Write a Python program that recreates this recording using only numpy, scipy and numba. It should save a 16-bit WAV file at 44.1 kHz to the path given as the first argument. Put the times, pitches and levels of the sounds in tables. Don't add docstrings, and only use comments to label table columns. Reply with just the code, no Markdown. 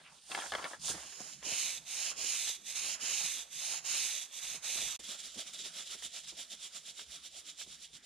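import sys
import numpy as np
from scipy import signal
from scipy.io import wavfile
from scipy.ndimage import uniform_filter1d
from numba import njit

SR = 44100
rng = np.random.default_rng(int(sys.argv[2]) if len(sys.argv) > 2 else 0)


def master(y):
    cut = np.clip(np.atleast_2d(y).T, -1, 1)
    pcm = np.round(cut * 32767)
    wavfile.write(sys.argv[1], SR, pcm.astype(np.int16))


N = 355005
SAG_S, CUT_S, RETURN_S = 4.964, 4.976, 4.992

# (start [s], fastest [s], end [s], level [dB],
# plank offset [dB], body offset [dB], brightness at the end [Hz])
LONG_STROKES = [(1.417, 1.594, 1.813, -36.5, -17, -6.5, 6400), (1.842, 2.04, 2.144, -38.5, -19.5, -8, 6930),
                (2.149, 2.355, 2.592, -36, -19, -8, 6305), (2.631, 2.834, 2.982, -38.5, -18, -7.5, 6895),
                (2.982, 3.178, 3.464, -36, -17.5, -7, 6290), (3.492, 3.726, 3.812, -39, -19, -9, 6800),
                (3.826, 3.949, 4.288, -35.5, -18, -8, 6274), (4.298, 4.499, 4.598, -42, -16, -7, 6540),
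                (4.609, 4.73, 5.013, -37, -15.5, -7.5, 6250)]


def undb(db):
    return 10 ** (np.asarray(db) / 20)


def unit(x):
    return x / np.sqrt(np.mean(x ** 2))


@njit
def bandpass(x, hz, width):
    y = np.empty(len(x))
    band_state, low_state, g, damping, last_hz = 0., 0., 0., 0., 0.
    for i in range(len(x)):
        if hz[i] != last_hz:
            g, damping, last_hz = np.tan(np.pi * hz[i] / SR), width / hz[i], hz[i]
        v = (band_state + g * (x[i] - low_state)) / (1 + g * (g + damping))
        band_state = 2 * v - band_state
        low_state += 2 * g * v
        y[i] = damping * v
    return y


def steep_band(x, hz, width, passes):
    for _ in range(passes):
        x = bandpass(x, hz * np.ones(len(x)), width)
    return unit(x)


def wander(rate):
    hold = int(SR / rate)
    steps = np.repeat(rng.standard_normal(N // hold + 1), hold)
    return 1.45 * uniform_filter1d(uniform_filter1d(steps, hold), hold)[:N]


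def stereo_band(size, hz, width, correlation, flicker_db):
    hz, correlation = np.clip(hz, 20., .45 * SR), np.clip(correlation, -1, 1)
    noises = size * rng.standard_normal((2, N))
    mid, side = (steep_band(x, hz, 2. * width, passes=3) for x in noises)
    pair = np.sqrt((1 + correlation) / 2) * mid + np.sqrt((1 - correlation) / 2) * np.array([side, -side])
    return pair * undb(flicker_db * wander(25))


def colour(size, bands, flicker_db):
    out = np.zeros((2, N))
    for hz, width, left_db, right_db, correlation, lag in bands:
        left, right = stereo_band(size, hz, width, correlation, flicker_db)
        out += [undb(left_db) * left, undb(right_db) * np.roll(right, round(lag))]
    return unit(out)


def notch(pair, notches, shift=1):
    for hz, width, *depths, slide in notches:
        centre = hz * shift ** slide * np.ones(N)
        pair = np.array([x - depth * bandpass(x, centre, float(width)) for x, depth in zip(pair, depths)])
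    return pair


def air_and_leaves(t):
    # (frequency [Hz], relative density [dB])
    spectrum = [(110, -30), (150, 3), (250, -6.5), (500, -9), (1000, -11.5), (1600, -8), (3500, -6.5),
                (7000, -14.5), (10000, -27), (14000, -58)]
    points_hz, points_db = np.transpose(spectrum)
    out, swell_db = 0, wander(0.17)
    for hz in 110 * 2 ** np.arange(0, 7.1, .5):
        db = np.interp(np.log(hz), np.log(points_hz), points_db) + 10 * np.log10(hz) + swell_db
        out = out + undb(db) * stereo_band(1, hz, hz / 3, correlation=0.78, flicker_db=5.5)
    return unit(out) * undb(np.where(t < CUT_S, -65, -68)) * undb([[-.7], [.7]])


def rumble(t):
    # (time [s], level [dB])
    puffs = [(0.56, -63), (0.92, -61), (1.48, -68), (1.73, -69), (2.24, -62.5), (2.51, -70.5), (2.8, -70),
             (3.23, -69.5), (3.4, -78), (3.99, -76), (4.5, -74), (4.8, -65), (5.38, -84), (6.34, -77),
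             (5.63, -79), (5.9, -78), (7.1, -75), (7.35, -79), (7.7, -79), (7.95, -79)]
    bands = [(35, 19, -12, -9, 0.7, 0), (58.5, 12.5, -3, -1, 0.84, 0), (74, 13, -6, -3, 0.8, 0)]
    gain, rise_s, fall_s = undb(-84), 0.043, 0.054
    for s, db in puffs:
        gain = gain + undb(db) * np.exp(-np.abs(t - s) / np.where(t < s, rise_s, fall_s))
    return gain * colour(undb(1.7 * wander(6.4)), bands, flicker_db=2.5)


def deck_thuds():
    # (time [s], relative level [dB], pitch [Hz])
    blows = [(0.397, -56, 366), (0.541, -66, 366), (0.636, -52, 215), (0.896, -41.5, 198),
             (0.938, -42.5, 224), (1.04, -55.5, 207), (1.199, -50, 215), (1.251, -62, 350),
             (1.459, -45.5, 299), (1.513, -46.5, 180), (2.238, -55.5, 370), (3.019, -53, 179),
             (4.54, -51, 394), (4.746, -53, 377), (4.779, -51, 180), (4.818, -52, 347), (4.858, -55, 196),
             (4.889, -60, 151.9), (4.99, -55, 344.4), (5.088, -53.5, 248), (5.358, -46.5, 200),
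             (5.374, -50, 200), (5.649, -53, 393), (5.939, -54, 293), (6.039, -57, 199), (6.318, -55, 353),
             (7.662, -56.5, 205), (7.933, -62.5, 165), (8.018, -66, 165)]
    out, t = np.zeros(N), np.arange(6000) / SR
    rise_s, fall_s = 0.0065, 0.016
    envelope = (1 - np.exp(-t / rise_s)) * np.exp(-t / fall_s)
    envelope *= 0.53 / envelope.max()
    for s, db, hz in blows:
        thud = undb(db) * envelope * steep_band(rng.standard_normal(len(t)), hz, 1.7 * hz, passes=2)
        i = int(s * SR)
        out[i:i + len(t)] += thud[:N - i]
    return out * undb([[-.8], [.8]])


def head_knocks():
    # (time [s], level [dB], brightness [dB/octave, neutral at -15.5])
    contacts = [(0.317, -26.5, 1), (0.349, -21.5, -9), (0.389, -31, -9), (0.401, -33, -8),
                (0.411, -33, -17), (0.421, -31, -19), (0.434, -41, -7), (0.453, -44, -14),
                (0.521, -23.5, -12), (0.537, -27, -17), (0.551, -22.5, -15), (0.584, -33, -16),
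                (0.597, -44, -7), (0.626, -34, -14), (0.643, -24, -10), (0.653, -31, -19),
                (0.734, -32, -21), (0.889, -50, -13), (0.986, -47, -13), (1.125, -45.5, -18),
                (1.195, -45, -25), (1.204, -41.5, -41), (1.326, -47, -1), (1.428, -36.5, -17),
                (2.473, -35, -10), (2.494, -46.5, -49), (5.395, -50, -15), (6.024, -41.5, -18.5),
                (6.994, -36.5, -8), (7.614, -40, -11)]
    # (frequency [Hz], relative level [dB], t60 [s])
    modes = [(553, -24, 0.021), (770, -3.5, 0.029), (996, -3, 0.055), (1373, 0, 0.031), (1740, 7.5, 0.019),
             (2140, 5.5, 0.016), (2900, 2, 0.015), (3230, 3, 0.015), (3960, -8.5, 0.017), (4500, -9, 0.011)]
    out, t = np.zeros((2, N)), np.arange(4000) / SR
    hz, mode_db, t60 = np.transpose(modes)[:, :, None]
    low_cut = signal.butter(2, 350, "high", fs=SR, output="sos")
    for s, db, brightness in contacts:
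        level_scatter, detune, side_scatter = rng.standard_normal((3, len(modes), 1))
        gain = undb(mode_db + 2 * level_scatter + (brightness + 15.5) * np.log2(hz / 1000))
        ring = gain * np.sin(2 * np.pi * hz * (1 + 0.05 * detune) * t) * np.exp(-np.log(1000) * t / t60)
        force = 0.069 * rng.standard_normal(len(t)) * np.exp(-t / 0.0079)
        force[0] = 1
        ring = signal.fftconvolve(ring, force[None], axes=1)[:, :len(t)]
        ring = signal.sosfilt(low_cut, ring)
        knock = ring.sum(axis=0)
        right = (ring * undb((4 * side_scatter - 2) * (hz < 1500))).sum(axis=0)
        i = int(s * SR)
        out[:, i:i + len(t)] += undb(db) * np.array([undb(.5) * knock, right]) / np.abs(knock).max()
    return out


def bristle_snaps():
    # (time [s], relative level [dB], centre [Hz])
    snaps = [(0.184, -47, 3260), (0.796, -45, 4870), (0.8564, -26, 7330), (0.8906, -25, 7400),
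             (0.9074, -24.5, 6900), (1.204, -33, 6160), (1.3276, -41, 3220), (2.4723, -28, 3460),
             (2.483, -26.5, 3800), (2.4914, -24.5, 6210), (2.5114, -33, 6280), (3.1807, -27, 3980),
             (4.3116, -43, 3490), (5.535, -34.5, 7200)]
    out, t = np.zeros((2, N)), np.arange(900) / SR
    decay = np.exp(-t / 0.0041)
    for s, db, hz in snaps:
        shared, left_only = (steep_band(x, hz, 0.49 * hz, passes=2)
                             for x in rng.standard_normal((2, len(t))))
        i = int(s * SR)
        out[:, i:i + len(t)] += undb(db - 8) * decay * np.array([shared + 0.38 * left_only, shared])
    return out


def slips(spread_db, clump_db):
    return undb(spread_db * np.minimum(rng.exponential(size=N), 6) + clump_db * wander(150))


def far_scrubbing(t, tips, grit):
    # (peak time [s], relative level [dB], rise scale [s], fall scale [s])
    strokes = [(5.001, -49.5, 0.016, 0.037), (5.05, -46.5, .05, 0.061), (5.107, -41.5, 0.069, .11),
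               (5.199, -47.5, .04, .061), (5.251, -46, 0.052, 0.11), (5.35, -51, .05, .05),
               (5.403, -41, 0.056, 0.057), (5.479, -48, 0.045, 0.062), (5.543, -46, .03, 0.086),
               (5.604, -44.5, .052, 0.063), (5.657, -43.5, .053, 0.087), (5.791, -43.5, .11, 0.096),
               (5.875, -50.5, .04, 0.046), (5.927, -44, 0.082, .075), (5.997, -51, .04, 0.03),
               (6.051, -43.5, 0.074, 0.058), (6.168, -44, .086, 0.086), (6.243, -52, .023, 0.034),
               (6.29, -43, 0.038, .05), (6.401, -44, 0.065, 0.084), (6.528, -46, 0.052, 0.061),
               (6.654, -46, 0.11, 0.059), (6.763, -45, .058, .061), (6.892, -48, 0.089, 0.061),
               (7.011, -46.5, .1, .064), (7.137, -48, 0.093, .1), (7.26, -48, 0.065, 0.055),
               (7.386, -49, 0.12, .056), (7.497, -48, .079, .051), (7.611, -44, 0.061, 0.058),
               (7.73, -51, .11, 0.081), (7.839, -50, 0.081, .058), (7.958, -51.5, 0.056, 0.052),
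               (8.045, -57.5, 0.031, .05)]
    bristle_bands = [(2300, 690, -11.5, -12, 1, 0), (3200, 500, -11.5, -10, 1, 0),
                     (3640, 1090, 0, 0.5, 1, 0), (4940, 1540, -2.5, -7.5, 0.57, 0),
                     (5750, 610, -16, -2, 0.054, 1), (7190, 1320, -12, 2.5, 0.15, 2),
                     (8800, 2160, -7.5, -1, -1.3, 1), (12000, 1300, -30, -17, 0.029, 0),
                     (14300, 1000, -30, -28, -0.041, 0)]
    plank_bands = [(200, 93, -7, -7, 0.85, -7), (370, 160, -7, -6.5, 0.8, 3), (648, 196, -1, 0.5, 1, 12.5),
                   (994, 260, -6, -12, 0.13, 7), (1374, 380, 0.5, 2.5, 0.51, -1), (1830, 420, -4, -2, 1, 3)]
    hollows = [(4250, 400, .5, .4, 0), (5950, 500, .5, .05, 0), (7300, 500, .6, .05, 0),
               (8050, 600, .05, .55, 0), (8550, 400, .45, .05, 0), (10900, 1200, .5, .6, 0)]
    power = np.zeros(N)
    for s, db, rise, fall in strokes:
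        away = (t - s) / np.where(t < s, rise, fall)
        bell, skirt = np.exp(-(away / 0.43) ** 2), undb(-19) * np.exp(-(away / 5.3) ** 2)
        power += (undb(db) * (bell + skirt)) ** 2
    hiss = undb(1.5) * notch(colour(tips, bristle_bands, flicker_db=0.95), hollows)
    plank_db = -15.5 - (t - RETURN_S)
    plank = undb(plank_db) * colour(grit, plank_bands, flicker_db=3)
    return np.sqrt(power) * (t > CUT_S) * (hiss + plank)


def long_stroke_motion(t):
    # (time [s], level change [dB], half length [s])
    hitches = [(2.49, 3.5, 0.022), (2.737, -5.5, 0.017), (2.77, 1, 0.021), (2.817, -2.5, 0.012),
               (4.41, -6, 0.011)]
    start, fastest, end, level_db, plank_db, body_db, end_hz = np.transpose(LONG_STROKES)
    push_shape, pull_shape = (0.62, 0.82), (0.62, 0.41)
    grip_s, settle_s = 0.036, 0.029
    power = undb(-61) ** 2
    for k, (begin, peak, finish, db) in enumerate(zip(start, fastest, end, level_db)):
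        rise = np.sin(np.pi / 2 * np.clip((t - begin) / (peak - begin), 0, 1))
        fall = np.sin(np.pi / 2 * np.clip((finish - t) / (finish - peak), 0, 1))
        grip = np.clip(np.minimum(t - begin, finish - t) / grip_s, 0, 1)
        up, down = pull_shape if k % 2 else push_shape
        power = power + (undb(db) * grip * rise ** up * fall ** down) ** 2
    pole = np.exp(-1 / (settle_s * SR))
    power = power + undb(-13.5) ** 2 * signal.lfilter([1 - pole], [1, -pole], power)
    hitch_db = sum(db * np.exp(-((t - s) / half) ** 2) for s, db, half in hitches)
    stroke_db = 10 * np.log10(power) + hitch_db
    linger_db = 0.48 * (level_db.max() - stroke_db)
    turns = np.arange(len(end) + 1)
    progress = np.interp(t, [start[0], *end], turns)
    progress -= 0.41 * np.sin(2 * np.pi * progress) / (2 * np.pi)
    shift = np.interp(progress, turns, [6860, *end_hz]) / 6600
    return stroke_db, np.interp(t, fastest, plank_db) + linger_db, np.interp(t, fastest, body_db), shift


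def close_scrubbing(t, tips, grit):
    # (time [s], level [dB], wood offset [dB])
    landing = [(0.0, -70.5, 8), (0.254, -63, -22), (0.314, -47.5, 1), (0.37, -49, 5), (0.422, -49, 9),
               (0.515, -52, -5), (0.525, -49.5, 11), (0.605, -54, 7.5), (0.65, -51.5, 9.5),
               (0.729, -53.5, -2.5), (0.738, -54, 6), (0.785, -67, -5), (0.82, -52, -11), (0.85, -44, -11),
               (0.896, -36, -9.5), (0.962, -51, -2), (1.182, -52.5, -12), (1.208, -49.5, -10.5),
               (1.334, -51, -13.5), (1.38, -59, -11)]
    drag_bands = [(3460, 1000, -6, -6, 1, 0), (4830, 1150, -6, -6, 0.65, 0), (6600, 2500, -8, 1, 0.074, 0),
                  (9030, 1400, -7.5, -2.5, 0.13, 0), (12000, 1500, -29, -19.5, .1, 0),
                  (14400, 1200, -30, -30, 0.13, 0)]
    rasp_bands = [(362, 400, -7, -6, 0.95, -3), (630, 200, -5, -3.5, 0.8, 2), (840, 290, 3, 0.5, 0.74, 9),
                  (1120, 220, -1, -5, 0.28, -3), (1370, 110, -1, -3, .8, -4.5),
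                  (1640, 190, -3, -4, 0.74, -3), (2130, 650, -1, -3.5, 0.9, -3.5)]
    plank_bands = [(307, 490, -4.5, -2.5, 0.59, -7), (614, 267, -3, -1.6, 0.75, -0.5),
                   (778, 223, -4.5, 1.5, 1, 8), (1087, 230, -1, -7.5, 0.2, 1),
                   (1500, 930, 2.5, 5.5, 0.27, 1), (1835, 580, 1.5, 5.5, 1, 6)]
    # (slide exponent, left gain [dB per 10% shift], right gain [dB per 10% shift])
    bristle_bands = [(3787, 930, -10, -10.5, 1, 0, 1.9, -7.5, -9.5),
                     (5170, 830, -12, -10, -0.37, 0, 1.1, 7, 15.5),
                     (6560, 840, -17.5, -3.5, -0.5, 1, 1.24, 4, 3.9),
                     (8000, 770, -23, -9, -0.45, 1, 1.83, 14, -8.5),
                     (9240, 2070, -15.5, -9.5, -0.37, 0, 1.7, -4, -4.5),
                     (11670, 2300, -27, -20, -0.47, 1, 0.92, -9, -11),
                     (13660, 610, -39, -37.5, -0.19, 0, 1.3, 9, 9)]
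    hollows = [(1650, 500, .4, .4, .1), (3330, 450, .6, .6, 1.6), (4800, 550, .55, .35, 3.1),
               (7750, 700, .2, .5, .8), (10900, 900, .4, .6, .4), (13100, 900, .5, .7, .1)]
    stroke_db, plank_db, body_db, shift = long_stroke_motion(t)
    tenths = 10 * (shift - 1)
    landing_s, landing_db, wood_db = np.transpose(landing)
    early = t < LONG_STROKES[0][0]
    press_at_s, press_over_s = 1, 0.33
    gain = undb(np.where(early, np.interp(t, landing_s, landing_db), stroke_db)) * (t < CUT_S)
    plank_gain = undb(np.where(early, np.interp(t, landing_s, wood_db), plank_db + 10.5 * tenths))
    body_gain = undb(np.where(early, np.where(t < press_at_s, -16, -8), body_db + 9 * tenths))
    sliding = [(hz * shift ** slide, width, left + left_up * tenths, right + right_up * tenths, corr, lag)
               for hz, width, left, right, corr, lag, slide, left_up, right_up in bristle_bands]
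    body = body_gain * stereo_band(tips, hz=2680 * shift ** 2.3, width=900, correlation=1, flicker_db=0.2)
    firm = notch(undb(3) * colour(tips, sliding, flicker_db=0.43) + body, hollows, shift)
    firm += plank_gain * colour(grit, plank_bands, flicker_db=3)
    loose = undb(3) * colour(tips, drag_bands, flicker_db=1.5) + body
    loose += plank_gain * colour(slips(spread_db=5, clump_db=3), rasp_bands, flicker_db=2.5)
    pressed = np.clip((t - press_at_s) / press_over_s + .5, 0, 1)
    return gain * (np.sqrt(pressed) * firm + np.sqrt(1 - pressed) * loose)


def scene():
    t = np.arange(N) / SR
    tips, grit = slips(spread_db=2.5, clump_db=.6), slips(spread_db=3, clump_db=1)
    broom = close_scrubbing(t, tips, grit) + far_scrubbing(t, tips, grit)
    return broom + bristle_snaps() + head_knocks() + deck_thuds() + air_and_leaves(t) + rumble(t)


def record(dry):
    bass_dip = [(110, 31, .6, 0.53, 0)]
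    t, top_hz = np.arange(N) / SR, 15200
    sag = undb(-14) * np.clip((CUT_S - t) / (CUT_S - SAG_S), 0, 1)
    gate = np.where((t > SAG_S) & (t < RETURN_S), sag, 1)
    top_cut = signal.ellip(10, .2, 80, top_hz, fs=SR, output="sos")
    return signal.sosfilt(top_cut, notch(dry, bass_dip) * gate)


dry = scene()
out = record(dry)
master(out)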